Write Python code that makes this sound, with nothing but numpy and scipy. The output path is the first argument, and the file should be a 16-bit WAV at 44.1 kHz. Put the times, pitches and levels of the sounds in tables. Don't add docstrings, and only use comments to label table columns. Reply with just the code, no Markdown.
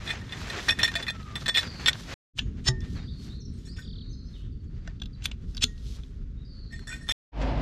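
import sys
import numpy as np
from scipy import signal
from scipy.fft import rfft, irfft, next_fast_len
from scipy.io import wavfile
from scipy.ndimage import uniform_filter1d, map_coordinates

SR = 44100
rng = np.random.default_rng(int(sys.argv[2]) if len(sys.argv) > 2 else 0)


def undo_db(level):
    steps = np.asarray(level, float) / 20
    return 10 ** steps


def waveform_to_disk(signal):
    frames = np.transpose(np.atleast_2d(signal))
    scaled = np.clip(frames, -1, 1) * 32767
    samples = np.round(scaled).astype(np.int16)
    wavfile.write(sys.argv[1], SR, samples)


N = 335601

# start_s, fade_in_s, cut_s
SHOTS = [
    (0, .002, 2.1405),
    (2.335, .09, 7.1225),
    (7.318, .09, 7.7),
]
HEAP_SHOT_S, ENGINE_SHOT_S = SHOTS[1][0], SHOTS[2][0]


def unit(x):
    return x / np.sqrt(np.mean(x ** 2) + 1e-20)


def along(points, hz):
    f, v = np.transpose(points)
    return np.interp(np.log(hz + 1), np.log(f + 1), v)


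def wobble(rate):
    knots = rng.standard_normal(int(N * rate / SR) + 4)
    return map_coordinates(knots, [np.arange(N) * rate / SR])


def filtered(x, response):
    m = next_fast_len(N + 8192)
    return irfft(rfft(x, m) * response(np.fft.rfftfreq(m, 1 / SR)), m)[..., :N]


def resonate(x, hz, width_hz):
    pole = np.exp((2j * hz - abs(width_hz)) * np.pi / SR)
    wave = signal.lfilter([1], [1, -pole], x)
    return wave / np.abs(wave).max()


def grit(count, spike):
    strength = np.exp(spike * rng.standard_normal(count // 24 + 1))
    return unit(rng.standard_normal(count) * strength.repeat(24)[:count])


def add(track, s, sound):
    i = round(s * SR)
    track[..., i:i + sound.shape[-1]] += sound[..., :track.shape[-1] - i]


def by_shot(tables):
    t = np.arange(N) / SR
    shot = np.searchsorted([start for start, *_ in SHOTS], t, side="right") - 1
    curves = []
    for k in range(1, len(tables[0][0])):
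        each = [np.interp(t, np.array(rows)[:, 0], np.array(rows)[:, k]) for rows in tables]
        curves.append(np.choose(shot, each))
    return curves


# frequency_hz, width_hz, level_db
TUBE = [(670, 37, -31), (1839.3, 44, -6.5), (2500, 49, -17), (3506, 58, -8.5), (4100, 130, -19.5),
        (4800, 66, -26.5), (5502, 59, -12), (6600, 120, -30), (6840, 27, -21), (7740, 31, -22),
        (8240, 32, -25), (9160, 33, -28.5), (10320, 76, -29.5), (12070, 110, -30.5)]
# frequency_hz, level_db (per Hz)
RATTLE = [(300, -41.5), (1000, -8), (2000, 2.5), (3600, -5.5), (6000, -12), (9000, -13), (15500, -43)]


def clatter():
    out, edge = np.zeros((2, N)), np.zeros(N)
    for s, db, *strengths in knocks():
        in_bag = s < HEAP_SHOT_S
        t = np.arange(SR // 12 if in_bag else SR // 6) / SR
        decay = undo_db(-60 * (t / (.036 if in_bag else .09)) ** 1.11)
        chatter = grit(len(t), 0.69) * decay * (1 - np.exp(-t / 0.0026))
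        blow = chatter + 9 * (np.arange(len(t)) == 4)

        highest = strengths[-1] / 2 + (0 if in_bag else -7)
        levels = np.add(strengths + [highest], [1.3, 12, 5.1, 5, 4.3])
        struck = list(zip([1680, 2360, 3285, 6000, 12000], levels))
        struck.insert(3, (4190, levels[2] + (1 if in_bag else -12)))

        damping = (1.6 if s > 1.8 else .8) if in_bag else .3
        apart = .018 if in_bag else .006
        for hz, width, level in TUBE:
            detune, split, vary, place, sign = rng.standard_normal(5)
            pair = resonate(blow, hz * (1 + 0.0048 * detune), damping * width)
            pair += .7 * resonate(chatter, hz * (1 + apart * split), 1.5 * damping * width)
            if hz < 6000:
                pair += undo_db(-10.5) * resonate(blow, hz * (1 - apart / 3 * split), .35 * damping * width)
            spread_db = 1.2 if hz < 4000 else 3.5
            pair *= undo_db(db + level + along(struck, hz) + spread_db * vary) * np.sign(sign)
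            side = 0.24 * (hz / 3000) ** .45 * place * pair.real
            add(out, s, np.array([pair.imag, side]))

        crack = undo_db(db - 8.5 - 60 * t / 0.0064) * rng.standard_normal(len(t))
        add(edge, s, undo_db(db - 9.0) * chatter + crack)
    middle = out[0] + filtered(edge, lambda f: undo_db(along(RATTLE, f)))
    return np.array([middle + out[1], middle - out[1]])


# start_s, peak_db, lean_db (from the 1.8 to the 3.5 kHz mode), middle_db (2.5 kHz mode)
BAG = [(0.065, -33, 2.5, -5.5), (0.076, -20.5, 2.5, -20), (0.0919, -21.5, 0.5, -10),
       (0.1047, -15.5, -0.5, -11.5), (0.2131, -32, -9.5, -32.5), (0.2934, -34, 3.5, -14),
       (0.3232, -21, 1, -21), (0.499, -20, 1, -17.5), (0.604, -30.5, 1.5, -17.5), (0.684, -12.5, -7, -10.5),
       (0.6916, -11, 7, -11), (0.7059, -12, 0.5, -11), (0.72, -20.5, -3, -13), (0.7766, -38.5, -3, -17.5),
       (0.7887, -14, -5.5, -24), (.799, -17, -1, -15), (0.815, -21, 3.5, -21), (0.8311, -7, -1, -28.5),
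       (.841, -12, 2, -21.5), (0.8504, -11, 3, -24.5), (0.8776, -16, -1, -14), (0.9541, -12.5, 1, -11.5),
       (.974, -23.5, -3.5, -23.5), (1.026, -23, 3, -23), (1.0666, -22, -0.5, -12), (1.0816, -16, 1.5, -9),
       (1.099, -22, 3, -10), (1.3554, -18, 1, -30), (1.36, -26, -4.5, -14.5), (1.4597, -17, 0, -16),
       (1.481, -11, 2, -24), (1.4875, -10.5, 2.5, -23.5), (1.543, -22, 4, -17.5), (1.5487, -14.5, 4, -11),
       (1.5593, -14, 7, -20), (1.5719, -7.5, 2, -18), (1.576, -12.5, 0.5, -14), (1.583, -11.5, -0.5, -15.5),
       (1.5904, -15.5, 4, -22.5), (1.86, -11, 8, -25), (1.8744, -12, 7.5, -20), (1.8831, -4, 2, -25)]
# (modes near 1.8, 3.5 and 5.5 kHz)
HEAP = [(2.811, -41, -19, -6, -36), (3.5796, -48, -26, -23, -7.5), (3.652, -42, -31, -12, 1.5),
        (3.6684, -38.5, -15, -25, -12), (3.764, -32, -26, -21, -16), (3.7884, -30, -16, -36, -16),
        (3.817, -41, -26, -26, -17), (6.706, -47.5, 0, -15, -18.5), (6.732, -45.5, -2, -10, -14),
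        (6.7229, -35.5, 1, -18, -9), (6.758, -39, -1, -23, -12.5), (6.8717, -27, -4, -13, -7.5),
        (6.8995, -29.5, -3, -16, -33), (6.9188, -29.5, -6, -13, -14), (6.803, -47, -7, -18, -12),
        (6.937, -29, -5, -21, -17), (6.946, -32.5, -8, -30, -16), (7.03, -46, -7, -21, -10),
        (7.0681, -38, -3, -18.5, -22.5), (7.0103, -40.5, 1, -31, -5), (7.0821, -25, -32, -7.5, -21),
        (7.089, -16.5, -13.5, -1, -9.5), (7.1065, -15, -8.5, -6.5, -18), (7.1153, -19.5, -19.5, -0.5, -17)]


def knocks():
    rows = []
    for s, db, lean, middle in BAG:
        top = -24 + .4 * (db + 14.0)
        rows.append((s, db, -9 - lean, middle, -10 + lean, top))

    free = np.diff([row[0] for row in rows] + [np.inf]) > .03
    rebounds = [(s + 0.0062, db - 15.5, *np.add(modes, 6.5))
                for (s, db, *modes), alone in zip(rows, free) if alone]

    heap = [(s, db, low, -29, main, top) for s, db, low, main, top in HEAP]
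    return rows + rebounds + heap


# start_s, peak_db, pitch_hz (strongest mode),
# brightness_db
TICKS = [(.916, -15, 1173, -30.5), (0.939, -12.5, 1530, -39), (1.465, -19, 3950, -35),
         (1.609, -18.5, 4110, -30.5), (1.6299, -10, 1430, -35), (2.805, -31, 5550, -32),
         (3.785, -50, 2300, -15), (4.642, -53, 6860, -19), (5.034, -32.5, 3450, -50),
         (5.2464, -34, 3480, -40), (5.577, -19, 3880, -45), (5.778, -40, 4200, -33.5),
         (1.2281, -34, 3910, -25.5), (1.4186, -30.5, 3840, -32.5), (1.673, -18, 1500, -31),
         (1.8076, -21.5, 1129, -38), (1.93, -14.5, 3640, -29.5), (2.3781, -17, 1810, -27),
         (2.386, -4.5, 2550, -32), (2.3909, 0, 3110, -36.5), (2.677, -10, 3870, -40),
         (2.6845, -4.5, 5330, -43.5), (4.8743, -17.5, 1600, -47), (4.9988, -35, 3460, -43),
         (5.0188, -20, 3420, -29), (5.017, -18.5, 1130, -48), (5.0572, -29.5, 3500, -25),
         (5.2214, -27.5, 2760, -49), (5.2413, -24, 7300, -17), (5.2556, -5.5, 3330, -18.5),
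         (5.3141, -18.5, 2630, -60), (5.5475, -26, 5100, -26), (5.5684, -18, 4750, -26),
         (5.6367, -15.5, 3460, -12.5), (5.6392, -4, 3600, -24.5), (6.034, -35, 3430, -33.5),
         (.2658, -33, 1830, -33), (0.3709, -23.5, 1750, -29), (0.4308, -25.5, 1750, -31),
         (.5826, -22.5, 1200, -32.5), (.643, -22, 900, -40), (0.6864, -12, 4300, -30.5),
         (1.0251, -22.5, 1500, -24.5), (1.1648, -30, 1900, -33), (1.2855, -32, 1902, -31),
         (2.0328, -24, 1210, -33), (2.1326, -17.5, 1110, -35), (5.757, -53, 3300, -35),
         (7.0889, -16.5, 1520, -27), (6.792, -27, 1830, -26.5)]
# frequency_hz, width_hz, level_db
GRIPPED = [(1590, 100, -3.5), (2790, 130, -9.5), (3450, 250, -4.5), (4000, 190, -11.5), (4870, 150, -14),
           (5800, 250, -11), (7300, 160, -18)]


def ticks():
    raw, bright = np.zeros((2, N))
    t = np.arange(SR // 12) / SR
    for s, db, hz, bright_db in TICKS:
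        decay = undo_db(-60 * t / .012) + .04 * undo_db(-60 * t / .09)
        crack = grit(len(t), .3) * decay * (1 - np.exp(-t / 0.0011))
        body = resonate(crack, hz, 380).imag
        for f, width, level in GRIPPED:
            body = body + undo_db(level - 8.0 + 0.68 * rng.normal()) * resonate(crack, f, width).imag
        add(raw, s, undo_db(db) * (0.11 * crack + body))
        add(bright, s, undo_db(db + bright_db + 8.0) * crack)
    return contact(raw, bright)


# start_s, seated_s, level_db, whistle_db, ring_db
SLIDES = [
    (2.352, 2.394, -31, -10.5, -49),
    (2.639, 2.688, -26, -10.5, -16),
    (5.219, 5.263, -38.5, 0.5, -54),
    (5.607, 5.642, -23, 2, -36),
]
# first_hz, seated_hz
SOCKET_HZ = [(2500, 3600), (2700, 6700)]
# frequency_hz, width_hz, level_db
JOINED = [(1914, 43, -5.5), (3780, 42, -7.5), (5300, 200, 4), (6650, 110, -3.5), (7050, 110, -7.5),
          (8640, 100, -15), (10700, 160, -24)]


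def slides():
    raw, bright, ring = np.zeros((3, N))
    for start, seated, db, whistle_db, ring_db in SLIDES:
        u = np.arange(0, 1.8, 1 / (SR * (seated - start)))
        scrape = grit(len(u), .15)
        for first, last in SOCKET_HZ:
            hz = first + (last - first) * np.minimum(u, 1) ** 1.4
            rising = np.sin(2 * np.pi * np.cumsum(hz) / SR)
            scrape = scrape + undo_db(whistle_db) * unit(resonate(scrape, 0, 740).real * rising)
        growth_db = 30 * np.maximum(1 - u, 0) ** 1.8
        stop_db = 13.5 + 899 * (seated - start) * (u - 1)
        scrape = scrape * undo_db(-np.where(u < 1, growth_db, stop_db))
        add(raw, start, undo_db(db + 7.0) * scrape)
        add(bright, start, undo_db(db - 24) * scrape)
        drive = scrape * np.minimum(u, 1) ** 2.5
        for hz, width, level in JOINED:
            add(ring, start, undo_db(ring_db + level) * resonate(drive, hz, width).imag)
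    return contact(raw, bright) + filtered(ring, lambda hz: 1 / (1 + (hz / 10500) ** 6))


# frequency_hz, level_db (per Hz)
TAP = [(300, -25), (1000, -21.5), (1800, -15.5), (3300, -7), (5300, -9), (7000, -8.5), (9000, -17.5),
       (12000, -39.5)]


def contact(raw, bright):
    edge = [(5000, -34.5), (8000, -0.5), (12000, -4), (15500, -27.0)]
    return filtered(raw, lambda hz: undo_db(along(TAP, hz))) + filtered(bright, lambda hz: undo_db(along(edge, hz)))


# (frequency_hz, level_db, t60_s)
RINGS = [(.8315, -19, [(5550, -1, .08), (4230, -4, .1), (6850, -14, .12)]), (.956, -34, [(3500, 0, .2)]),
         (1.8758, -25, [(5500, 0, .05), (7650, -2, .06), (1560, -3, .06)]), (1.4815, -29, [(7750, 0, .05),
         (4300, 0, .06)]), (1.082, -30, [(4250, 0, .07)]), (.955, -43, [(678, 7.5, 0.16)]),
         (1.573, -24, [(1550, -7, .07), (2170, -4, .09), (2910, -4, .06), (3960, -8, .15)]),
         (.09, -33, [(2080, 0, .12)]), (1.067, -30, [(2000, 0, .1)]), (.879, -30, [(4100, 0, .06),
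         (2450, 0, .06)]), (1.883, -19, [(1500, -2, .05), (2150, -2, .05), (2500, -4, .04)]),
         (.688, -24, [(5600, 0, .05), (2480, 0, .12)]), (.707, -26, [(5500, 0, .08)]),
         (2.392, -37.5, [(1750, 8.5, 0.049), (6680, -18, .3)]), (2.687, -22, [(126.1, 4, 0.25),
          (376, -10.5, 0.34), (650, -21, 0.19), (880, -19, 0.19), (1193, -20.5, 0.13), (1823, -20, 0.67),
          (6730, -30, 0.14)]), (3.785, -25, [(1522, -17, 0.1)]), (4.877, -44, [(1800, -2, 0.096),
          (660, 2.5, 0.036), (5170, -14, .06)]), (5.256, -44, [(1843, -14, 0.18), (3670, -1.5, 0.075)]),
          (5.639, -27.5, [(80.6, 10, 0.048), (242, -4, 0.16), (425, -12.5, 0.15), (1390, -18, .12),
          (4210, 2, 0.052), (6650, -13.5, 0.17), (10600, -30, .1)]), (5.68, -52, [(1880, -2.5, 0.46)]),
          (.688, -39, [(5600, -3.5, .05), (2500, 1, 0.16)]), (.707, -44, [(5500, -1.5, 0.057)]),
          (5.019, -53, [(700, -3, 0.065)]), (6.903, -45, [(1481, 4, 0.19)]),
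          (6.928, -40.5, [(1536, 3, 0.11), (2457, 5.5, 0.089), (4250, -5.5, 0.13)]),
          (2.393, -40, [(2640, -2, 0.056), (3350, -2.5, .06)]), (6.916, -45, [(1501, 0, 0.23),
          (2437, 5, 0.087)])]


def rings():
    out, t = np.zeros(N), np.arange(SR // 2) / SR
    for s, db, modes in RINGS:
        for hz, level, t60 in modes:
            add(out, s, undo_db(db + level - 60 * t / t60) * np.sin(2 * np.pi * hz * t))
    return out


# frequency_hz, level_db (per Hz)
RUSTLE = [(180, -30.5), (300, 0), (861, -5), (1850, -1.5), (2970, -7.5), (7000, -17.5), (9100, -37),
          (15400, -120)]
CRISP = [(2060, -21), (3500, -6.5), (5920, -11), (9770, -23.5), (12500, -26.5), (14200, -33),
         (15600, -53.5)]


def cloth():
    rustle_db, crisp_db = moves()
    rustle = undo_db(rustle_db - 1) * rush(RUSTLE, spike=0.31, flutter_db=3.0)
    return rustle + undo_db(crisp_db + 11.0) * rush(CRISP, spike=.35, flutter_db=1.3)


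# peak_s, rustle_db, crispness_db
CLOTH = [(.1, -36, -62), (.4, -41.5, -61), (.51, -41, -59.5), (0.6, -42, -59.5), (0.65, -37.5, -56.5),
         (.3, -47.5, -74), (.86, -40.5, -59), (1.02, -45, -63.5), (1.42, -45.5, -63.5), (1.599, -41, -58),
         (1.841, -41, -60.5), (2.0, -47.5, -61.5), (2.135, -42.5, -60), (2.45, -58, -82), (2.62, -57, -78),
         (2.931, -50, -68), (3.25, -57.5, -67), (3.62, -69, -73), (4.38, -70.5, -78), (4.9, -60.5, -101),
         (5.271, -56.5, -83), (5.531, -64, -74.5), (5.67, -64, -72), (5.82, -82.5, -79),
         (5.875, -82, -66.5), (5.95, -63.5, -67), (6.04, -67.5, -75.5), (1.23, -52.5, -72.5),
         (4.68, -71, -97.5), (6.93, -58.5, -72), (7.101, -67, -70)]
# start_s, rustle_db, crispness_db
RESTING = [
    [(0, -52, -75.5)],
    [(2.4, -74, -93.5)],
    [(7.47, -53, -91)],
]


def moves():
    crest_s = 0.014
    t = np.arange(0, N / SR, .002)
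    away = np.hypot(t - np.array(CLOTH)[:, :1], crest_s) - crest_s
    levels = []
    peaks = np.transpose(CLOTH)[1:]
    for peak, db_per_s, rest in zip(peaks, (113.5, 150), by_shot(RESTING)):
        power = undo_db(2 * (peak[:, None] - db_per_s * away)).sum(axis=0)
        levels.append(10 * np.log10(undo_db(2 * rest) + np.interp(np.arange(N) / SR, t, power)))
    return levels


# frequency_hz, likeness (1 = mono)
ALIKE = [(60, .9993), (150, 1), (330, 1), (700, .985), (1410, 1), (3100, 0.98), (6820, 0.95), (15000, 1)]


def rush(spectrum, spike, flutter_db):
    flutter = undo_db(flutter_db * (wobble(20) + wobble(45)))
    pair = np.array([grit(N, spike), grit(N, spike)]) * flutter

    def mid_side(hz):
        turn = np.arccos(np.clip(along(ALIKE, hz), -1, .9998)) / 2
        return undo_db(along(spectrum, hz)) * [np.cos(turn), np.sin(turn)]

    mid, side = filtered(pair, mid_side)
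    return unit(np.array([mid + side, mid - side]))


# frequency_hz, level_db (per Hz)
ENGINE = [(71, -26.5), (120, -1.5), (212, -11), (260, -1.5), (402, -16), (576, -7.5), (857, -12),
          (1320, -22.5), (2250, -24), (5070, -36.5), (11000, -72), (22000, -120)]


def engine():
    turn = 2 * np.pi * 50.3 * np.arange(N) / SR + .3 * wobble(8) + 0.77
    roar = rush(ENGINE, spike=0.029, flutter_db=0.8) * (1 + 0.079 * np.sin(turn))
    return (undo_db(-24.0) * np.sin(turn) + undo_db(-33.5) * roar) * (np.arange(N) > ENGINE_SHOT_S * SR)


# start_s, length_s, first_hz, last_hz, level_db
NOTES = [(1.099, 0.32, 1395, 1166, -55.5), (3.271, 0.019, 4220, 4570, -61),
         (4.228, 0.083, 6000, 6140, -72.5), (5.145, 0.013, 4100, 4000, -68), (5.129, 0.02, 4850, 4380, -65),
         (2.956, 0.051, 4600, 3700, -56.5), (3.078, 0.032, 3320, 4000, -54.5),
         (3.285, 0.084, 3460, 4140, -57.5), (3.403, 0.025, 6500, 5250, -57),
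         (3.452, 0.015, 5900, 5350, -53.5), (3.671, 0.086, 3920, 5290, -55),
         (3.769, 0.067, 5480, 5440, -63), (3.751, 0.1, 3630, 3420, -61), (3.946, 0.15, 4150, 3760, -63),
         (4.09, 0.069, 6200, 6240, -65), (4.13, 0.014, 5350, 4850, -55), (4.252, 0.033, 4800, 5280, -63),
         (4.335, 0.066, 3940, 2550, -62.5), (4.402, 0.073, 2520, 3620, -67),
         (6.424, .012, 3780, 3570, -67.5), (3.532, 0.033, 9100, 8000, -72), (3.562, .03, 9000, 8000, -72),
         (6.368, 0.046, 3590, 3860, -69.5), (6.409, 0.02, 3800, 3940, -65.5)]
# start_s, length_s, level_db
WHEEZES = [
    (1.636, 0.25, -47.5),
    (3.01, 0.58, -60),
    (3.815, 0.58, -58.5),
    (6.449, 0.68, -59.5),
]
# start_s, spacing_s, chirp_s, first_hz, last_hz
TRILL = (3.82, .0268, .016, 4050, 3050)
PEEPS = (4.518, .0735, .024, 4850, 4200)


def birds():
    song, wheeze, trill = np.zeros((3, N))
    for start, length, first, last, db in NOTES:
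        early = .72
        glide = lambda u: first + (last - first) * (u + (4 * early - 2) * u * (1 - u))
        add(song, start, whistle(length, glide, db))
    for start, length, db in WHEEZES:
        sag = lambda u: 4250 + (4850 - 4250) * np.exp(-u * length / 0.11)
        add(wheeze, start, whistle(length, sag, db, swing_hz=190, buzz_hz=228, onset=0.35))
    chirps(trill, TRILL, count=8, db=-52.5, drop_hz=20)
    chirps(song, PEEPS, count=7, db=-74, drop_hz=0)
    song = song * undo_db(4 * wobble(150)) + wheeze * (.9 + .35 * wobble(300))
    return song + trill + undo_db(-5.5) * grove(song + 0.15 * trill)


def chirps(track, series, count, db, drop_hz):
    start, spacing, length, first, last = series
    for k in range(count):
        add(track, start + k * spacing, whistle(length, lambda u: first + (last - first) * u - drop_hz * k, db))


def whistle(length, glide, db, swing_hz=0, buzz_hz=0, onset=0.59):
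    u = np.arange(0, 1, 1 / (SR * max(length, .004)))
    hz = glide(u) + swing_hz * np.sin(2 * np.pi * buzz_hz * u * length)
    unsteady = unit(uniform_filter1d(rng.standard_normal(len(u)), size=60))
    hz = hz + 50 * (glide(u) / 4000) ** 2 * unsteady
    swell = np.sin(np.pi * u ** onset) ** .6
    return undo_db(db) * np.sqrt(2) * swell * np.sin(2 * np.pi * np.cumsum(hz) / SR)


# frequency_hz, t60_s
GROVE = [(300, 0.2), (4000, .6), (12000, 0.054)]


def grove(x):
    hz, t, z = signal.stft(rng.standard_normal((2, SR // 2)), SR, nperseg=256)
    tail = signal.istft(z * undo_db(-60 * t / along(GROVE, hz)[:, None]), SR, nperseg=256)[1]
    tail = tail[0] + 0.2 * np.array([tail[1], -tail[1]])
    return signal.fftconvolve(x[None], tail / np.linalg.norm(tail[0]), axes=1)[:, :N]


# start_s, deep_db, upper_db
TRAFFIC = [
    [(0.0, -28, -50), (0.02, -52.5, -40.5), (2.04, -48.5, -41)],
    [(2.52, -38.5, -35.5), (3.59, -44, -40.5), (6.15, -37, -43.5), (7.0, -44.5, -44.5)],
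    [(7.47, -36.5, -40.5), (7.6, -46, -34)],
]
# frequency_hz, level_db (per Hz)
RUMBLE = [(13, -34.5), (33, -3.5), (54, -2.5), (134, -9), (250, -15.5), (335, -27), (416, -27), (539, -47),
          (910, -68), (1540, -120)]
# frequency_hz, level_db (per Hz)
FAR = [(290, -36), (500, -3.5), (831, -25), (1330, -11), (2380, -22.5), (3630, -18), (5970, -25),
       (9000, -40.5), (13000, -120)]


def traffic():
    deep_db, upper_db = by_shot(TRAFFIC)
    rumble = rush(RUMBLE, spike=0, flutter_db=1.27)
    deep = filtered(rumble, lambda hz: 1 / (1 + (hz / 60) ** 6))
    hush = undo_db(-69.5) * rush(FAR, spike=0, flutter_db=2.0)
    return undo_db(deep_db) * unit(deep) + undo_db(upper_db) * unit(rumble - deep) + hush


def scene():
    joined = ticks() + slides() + rings()
    late = np.diff(joined, prepend=0)
    shade = .12 * np.diff(late, append=0)
    late = late * (.3 + .06 * wobble(5.4)) + shade
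    poles = clatter() + joined + np.array([late, -late])
    return poles + undo_db(-41.0) * grove(poles[0]) + cloth() + engine() + birds() + traffic()


def roll_off(x):
    return signal.sosfilt(signal.butter(12, 15720, fs=SR, output="sos"), x)


def record(dry):
    t = np.arange(N) / SR
    gain = sum(np.clip((t - start) / fade, 0, 1) ** 1.32 * (t < cut) for start, fade, cut in SHOTS)
    mix = filtered(dry, lambda hz: hz < 15720) * gain
    return roll_off(mix)


dry = scene()
out = record(dry)
waveform_to_disk(out)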